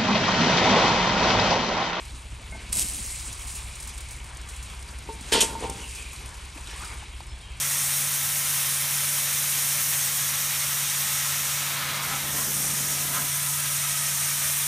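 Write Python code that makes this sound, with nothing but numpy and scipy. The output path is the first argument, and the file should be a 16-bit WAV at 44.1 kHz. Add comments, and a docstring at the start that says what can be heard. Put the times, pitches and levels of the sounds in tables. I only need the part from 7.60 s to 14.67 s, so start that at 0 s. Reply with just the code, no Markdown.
"""A carpet extraction wand is drawn over carpet in a living room, while the vacuum blower hums some way off.
From the start, air hisses through the sealed slot (coloured noise) and the blower throbs (wavering tones).
After a second the lip lifts for a moment. At about four seconds it starts to lift again and again, gulping
air with a hollow roar (noise and rings), and the head and hose rub low and lumpily on the pile (low noise).
At the end the steadier hiss returns. Throughout, sliding echoes colour the sound of the air."""
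import sys
import numpy as np
from scipy import signal
from scipy.fft import rfft, irfft, next_fast_len
from scipy.io import wavfile
from scipy.ndimage import map_coordinates

SR = 44100
rng = np.random.default_rng(int(sys.argv[2]) if len(sys.argv) > 2 else 0)


def pcm_store(signal):
    """Save signal as 16-bit PCM."""
    levels = np.round(np.clip(np.atleast_2d(signal), -1, 1) * 32767)
    wavfile.write(sys.argv[1], SR, levels.astype(np.int16).T)


N = 311787
TIME = np.arange(N) / SR  # s


def from_db(db):
    """Turn decibels into a gain."""
    return 10 ** (np.asarray(db) / 20)


def rms_one(x):
    """Scale a sound to an rms of 1."""
    return x / np.sqrt(np.mean(x ** 2) + 1e-20)


def in_time(rows):
    """Draw straight lines between the rows: one curve for each column after the time."""
    seconds, *columns = np.transpose(rows)
    return [np.interp(TIME, seconds, column) for column in columns]


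def swell(start, attack, hold, release):
    """A gesture that rises from 0 to 1, holds and falls back; all times in s."""
    corners = start + np.cumsum([0, attack, hold, release])
    return np.interp(TIME, corners, [0, 1, 1, 0])


def drift(rate_hz):
    """Slow random wandering with an rms of 1, worked out every 40 samples."""
    pole = np.exp(-2 * np.pi * rate_hz * 40 / SR)
    noise = rng.standard_normal(N // 40 + 2002)
    slow = signal.lfilter([1], [1, -2 * pole, pole ** 2], noise)
    slow = slow[2000:]  # skip the filter's start
    return np.interp(np.arange(N) / 40, np.arange(len(slow)), rms_one(slow))


def turbulence(spectrum):
    """Churning air or rubbing: noise with the given colour, rms 1."""
    size = next_fast_len(N)
    hz, db = np.transpose(spectrum)
    bins_hz = np.maximum(np.fft.rfftfreq(size, 1 / SR), 1)
    gain = from_db(np.interp(np.log(bins_hz), np.log(hz), db, left=-70, right=-70))
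    noise = rng.standard_normal(size)
    return rms_one(irfft(rfft(noise) * gain, size)[:N])


def moving_resonance(centre_hz, width_hz):
    """A band of noise around a pitch that may move, like air ringing in a cavity; rms 1."""
    low = signal.butter(2, width_hz / 2, fs=SR, output="sos")
    a, b = signal.sosfilt(low, rng.standard_normal((2, N)))
    phase = 2 * np.pi * np.cumsum(centre_hz * np.ones(N)) / SR
    return rms_one(a * np.cos(phase) + b * np.sin(phase))


def low_pass(cutoff_hz):
    """A gentle filter that dulls the treble."""
    return signal.butter(1, cutoff_hz, fs=SR, output="sos")


def echo(x, lag_ms):
    """The sound after a delay that may change."""
    return map_coordinates(x, [np.arange(N) - lag_ms * SR / 1000], order=1, mode="mirror")


# air through the sealed slot, before trims, lifts and flutter:
# (t/s, jet level/dB, spray level/dB, tube rush level/dB, edge control/dB)
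SUCTION = [(0, -28, -32, -36, -3), (0.28, -27, -31, -37, -1.5), (0.62, -29.0, -31, -37, -2.5),
           (1.0, -28, -30, -35.5, -2), (1.7, -28, -31, -35.5, -2.5), (2.3, -28, -29, -35.5, -2.5),
           (2.85, -29.5, -32, -36, -3.3), (3.25, -28.9, -31.5, -35.5, -3), (3.9, -29.5, -32.5, -35.5, -4),
           (4.83, -29.5, -31.5, -39, -3), (4.9, -30.5, -31, -38.5, -4), (4.95, -28, -32.5, -39, -1.5),
           (5.2, -28.5, -33, -37.5, -3.5), (5.5, -30.5, -32.5, -37, -2.5), (5.9, -29.6, -32, -37.5, -2),
           (6.5, -28, -33, -36.5, -2.5), (7.07, -28.3, -30.8, -36, -2)]
# colour of the wet air rushing up the tube: (f/Hz, relative level/dB per Hz)
RUSH_COLOUR = [(200, -33), (380, -16.5), (480, -15), (570, -8.5), (760, -8.5), (1020, -4), (1500, -3),
               (2200, 0.3), (2700, -1.5), (3700, -0.5), (4400, -4), (5100, -6.5), (7000, -31), (12000, -43)]


def wand(sizzle_db, gurgle_db, spray_loss_share, uneven_db):
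    """Suction makes hiss at the lip and a rush in the tube; lifting the lip trades hiss for a hollow roar."""
    jet_db, spray_db, rush_db, edge_control_db = in_time(SUCTION)
    gulp, lost_db, gained_db = open_lip(rough_db=0.2, ring_width_hz=88)
    lost_db = lost_db + uneven_db * drift(13.0)
    jet_db = jet_db - lost_db
    spray_db = spray_db - spray_loss_share * lost_db
    hiss = slot_hiss(jet_db, spray_db, edge_control_db, flutter_db=0.53, spray_flutter_db=0.6)
    sizzle = from_db(spray_db + sizzle_db) * droplets(per_s=1000, spread_db=2.5, low_hz=4500)
    trim_db = 2
    rush_gain = from_db(rush_db + gained_db + trim_db + gurgle_db * drift(30))
    rush = rush_gain * turbulence(RUSH_COLOUR)
    return hiss + sizzle, rush + gulp


# colour of the air jet in the slot: (f/Hz, relative level/dB per Hz)
JET_COLOUR = [(3500, -25), (4900, -10), (5300, -2.5), (5650, 1), (6100, 1.5), (6550, 0.5), (6950, 0),
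              (7550, -2.5), (8150, -1.8), (9600, -2.5), (10050, -5), (10400, -24), (11500, -30)]
# colour of the fine water spray: (f/Hz, relative level/dB per Hz)
SPRAY_COLOUR = [(9000, -26), (10450, -2), (10850, 0.3), (12000, 1), (13200, -0.6), (14150, -2.5),
                (15100, -1.5), (16000, -12)]
# pitch of the slot edge's ring as the wand is drawn in and tilts: (t/s, f/Hz)
EDGE_PITCH = [(0, 9010), (1.2, 9320), (2.4, 9000), (3.7, 8720), (5.0, 8960), (5.9, 9080), (7.07, 9000)]


def slot_hiss(jet_db, spray_db, edge_control_db, flutter_db, spray_flutter_db):
    """A jet of air, the ring of the slot's edge and water torn to spray; they flutter as tufts pass the lip."""
    edge_gain = from_db(7.5 + 3.65 * edge_control_db)  # ring against the jet's noise
    ring = moving_resonance(in_time(EDGE_PITCH)[0], width_hz=1730)
    jet = (turbulence(JET_COLOUR) + edge_gain * ring) / np.sqrt(1 + edge_gain ** 2)
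    trim_db = -0.22
    jet = jet * from_db(jet_db + trim_db + flutter_db * drift(31))
    spray = turbulence(SPRAY_COLOUR) * from_db(spray_db + spray_flutter_db * drift(16))
    return jet + spray


def droplets(per_s, spread_db, low_hz):
    """Tiny drops hit the steel throat at random: clicks without their low part make a fine sizzle, rms 1."""
    sizes = from_db(spread_db * np.minimum(rng.exponential(1, N), 4))
    sizes = sizes * rng.choice([-1, 1], N)
    hits = sizes * (rng.random(N) < per_s / SR)
    high = signal.butter(2, low_hz, "high", fs=SR, output="sos")
    return rms_one(signal.sosfilt(high, hits + 1e-18))


# the lip lifts off the pile; a negative loss makes the hiss louder: (start t/s, opening t/s, open t/s,
# closing t/s, hiss loss/dB, rush gain/dB, roar level/dB, ring f/Hz, ring level/dB)
LIFTS = [(1.21, .03, .03, .06, 1.5, -0.5, -54, 1280, -64), (3.95, 0.33, 0.12, .035, 6.0, 2, -38, 1245, -42),
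         (4.37, 0.036, 0.14, 0.038, 3.5, 0.6, -37.5, 1302, -43.2),
         (4.43, 0.048, 0.085, .05, 0.1, 1, -41, 797, -44),
         (4.55, .035, 0.085, 0.096, 4.0, 1.0, -50, 947, -49),
         (4.75, 0.038, .025, 0.068, -0.8, 0.5, -41, 1090, -49),
         (5.3, 0.22, .08, 0.06, 0.3, -1.5, -44, 687, -51),
         (5.53, 0.018, 0.031, 0.04, -1, 1.5, -36.2, 1222, -37.5)]
# air that always leaks under the lip, before the head's ring is added: (t/s, level/dB)
LEAK = [(0, -48), (1.8, -60), (3.0, -47), (4.0, -46), (4.9, -51.5), (5.8, -46.5), (6.4, -46.5), (7.07, -49)]
# colour of the leaking air: (f/Hz, relative level/dB per Hz)
LEAK_COLOUR = [(380, -32), (600, -12.5), (790, -9.5), (1000, -1), (1150, -9), (1300, -6), (1500, -2),
               (1870, 1), (2220, -9), (2700, -13), (4000, -14), (8000, -30)]
# hollow colour of the gulped air: (f/Hz, relative level/dB per Hz)
ROAR_COLOUR = [(250, -33), (550, -7), (860, -5), (970, 3), (1130, -3), (1280, -7), (1400, 2), (1560, 2),
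               (1850, -7), (2220, 1), (2600, -21), (4000, -16), (5500, -24), (10000, -35)]


def open_lip(rough_db, ring_width_hz):
    """Air gulped under the lip roars and rings in the head; also gives the hiss lost and rush gained in dB."""
    head_ring = from_db(-1.3) * moving_resonance(1276, width_hz=133)
    leak = from_db(in_time(LEAK)[0]) * (turbulence(LEAK_COLOUR) + head_ring)
    power, rings, lost_db, gained_db = 0, 0, 0, 0
    for start, attack, hold, release, loss_db, gain_db, roar_db, ring_hz, ring_db in LIFTS:
        opening = swell(start, attack, hold, release)
        power = power + (opening * from_db(roar_db)) ** 2
        rings = rings + opening * from_db(ring_db) * moving_resonance(ring_hz, ring_width_hz)
        lost_db = lost_db + opening * loss_db
        gained_db = gained_db + opening * gain_db
    roar = np.sqrt(power) * from_db(rough_db * drift(40)) * turbulence(ROAR_COLOUR)
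    return leak + roar + rings, lost_db, gained_db


# head and hose rub over the pile: (start t/s, attack t/s, hold t/s, release t/s, level/dB before lumps)
RUBS = [(3.87, 0.28, 0.45, .06, -47), (4.44, .05, .05, .06, -57), (4.597, .08, 0.12, 0.13, -39),
        (4.82, .1, .2, 0.3, -41), (5.121, .3, .24, .04, -44), (5.52, 0.044, 0.054, .05, -53)]
# colour of the rubbing: (f/Hz, relative level/dB per Hz)
RUBBING_COLOUR = [(30, -24), (50, -14), (63, -1), (90, -4), (130, -7), (185, 1.5), (250, 0), (340, -8),
                  (600, -9), (900, -11.5), (2000, -10)]


def rubbing(lumpy_db, gust_db):
    """Head and hose rub on the pile: low noise whose strength wavers quickly and slowly."""
    effort = sum(from_db(db) * swell(*timing) for *timing, db in RUBS)
    lumps = from_db(lumpy_db * drift(50) + gust_db * drift(9))
    return effort * lumps * turbulence(RUBBING_COLOUR)


# delay of the wall's reflection as the wand travels: (t/s, lag/ms)
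PATH = [(0, 3.67), (.3, 3.73), (1.4, 3.795), (2.2, 3.765), (2.6, 3.65), (3.1, 3.605), (3.5, 3.63),
        (3.9, 3.77), (4.4, 3.93), (4.7, 3.8), (5.05, 3.3), (5.3, 3.04), (5.45, 2.955), (5.75, 2.985),
        (6.5, 3.18), (7.07, 3.265)]
# the wall and the surfaces near it: (lag added to the wall's/ms, share of the reflection's strength)
SURFACES = [(0, 0.89), (.135, 0.32), (-1.546, 0.31)]


def reflections(x, strength, dull_hz):
    """Near echoes strengthen some pitches and weaken others; these slide as the wand moves."""
    dull = signal.sosfiltfilt(low_pass(dull_hz), x)
    lag_ms, = in_time(PATH)
    echoes = sum(share * echo(dull, lag_ms + extra_ms) for extra_ms, share in SURFACES)
    return x + strength * echoes


def room(x, t60, wet_db, dull_hz, count=32):
    """Weak echoes from walls and furniture; each path lengthens or shortens as the wand travels."""
    travel_ms = in_time(PATH)[0] - PATH[0][1]
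    dull = signal.sosfilt(low_pass(dull_hz), x)
    lags_ms = np.geomspace(7, 60, count) * rng.uniform(.9, 1.1, count)
    directions = rng.uniform(-3, 3, count)  # how far each path follows the wand
    gains = from_db(-60 * lags_ms / 1000 / t60) * rng.choice([-1, 1], count)  # t60: s to fade by 60 dB
    paths = zip(gains, lags_ms, directions)
    tail = sum(gain * echo(dull, lag + way * travel_ms) for gain, lag, way in paths)
    return x + from_db(wet_db) * tail / np.linalg.norm(gains)


# the blower: (t/s, pulse f/Hz, hum level/dB before trim and throb)
BLOWER = [(0, 141.1, -43), (1.0, 142.1, -43), (3.0, 142.1, -43.5), (4.7, 141.8, -41.5), (5.9, 144.1, -40),
          (7.07, 142.5, -42.3)]
# steady tones of the engine, before their slight wander: (f/Hz, level against the blower curve/dB)
ENGINE = [(86.5, -14.5), (119.4, -20), (64, -22)]
# colour of the machine's rumble: (f/Hz, relative level/dB per Hz)
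RUMBLE_COLOUR = [(20, -32), (33, -19), (50, -9), (68, -4), (95, 1), (125, 1.5), (165, -0.5), (208, -0.5),
                 (232, -4.5), (285, -6), (340, -12.5), (600, -17.5)]


def machine(throb_db, throb_hz, octave_db, wander_hz):
    """The blower's pulses make a throbbing hum, over the engine's wandering tones and a low noise rumble."""
    pulse_hz, hum_db = in_time(BLOWER)
    phase = 2 * np.pi * np.cumsum(pulse_hz) / SR
    hum = rms_one(np.sin(phase) + from_db(octave_db) * np.sin(2 * phase))
    trim_db = -0.06
    hum = hum * from_db(trim_db + throb_db * moving_resonance(throb_hz, width_hz=5.1))
    tones = 0
    for hz, db in ENGINE:
        tone_phase = 2 * np.pi * np.cumsum(hz + wander_hz * drift(4.9)) / SR
        tones = tones + from_db(db) * rms_one(np.sin(tone_phase))
    rumble = from_db(-51) * turbulence(RUMBLE_COLOUR)
    return from_db(hum_db) * (hum + tones) + rumble


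# strength of the near reflections: (t/s, gain for the rush, gain for the hiss)
BOUNCE = [(0, .2, .3), (1.5, .14, .27), (3.5, .14, .22), (4.5, .14, .08), (5.5, 0.23, 0.41),
          (7.07, .24, .26)]


def scene():
    """The wand in the room, over the machine; both channels carry the same sound."""
    hiss, rush = wand(sizzle_db=-14.5, gurgle_db=0.67, spray_loss_share=0.89, uneven_db=0.28)
    rush_bounce, hiss_bounce = in_time(BOUNCE)
    air = reflections(hiss, hiss_bounce, dull_hz=9000) + reflections(rush, rush_bounce, dull_hz=5500)
    air = room(air, t60=0.25, wet_db=-9.5, dull_hz=8900)
    rubs = rubbing(lumpy_db=1.5, gust_db=1.0)
    blower = machine(throb_db=0.63, throb_hz=8.6, octave_db=-39, wander_hz=1.22)
    mix = air + rubs + blower
    return np.array([mix, mix])


def record(dry):
    """The treble is cut steeply above 15230 Hz."""
    steep = signal.ellip(12, .05, 90, 15230, fs=SR, output="sos")  # 0.05 dB ripple, 90 dB cut
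    return signal.sosfilt(steep, dry)


dry = scene()
out = record(dry)
pcm_store(out)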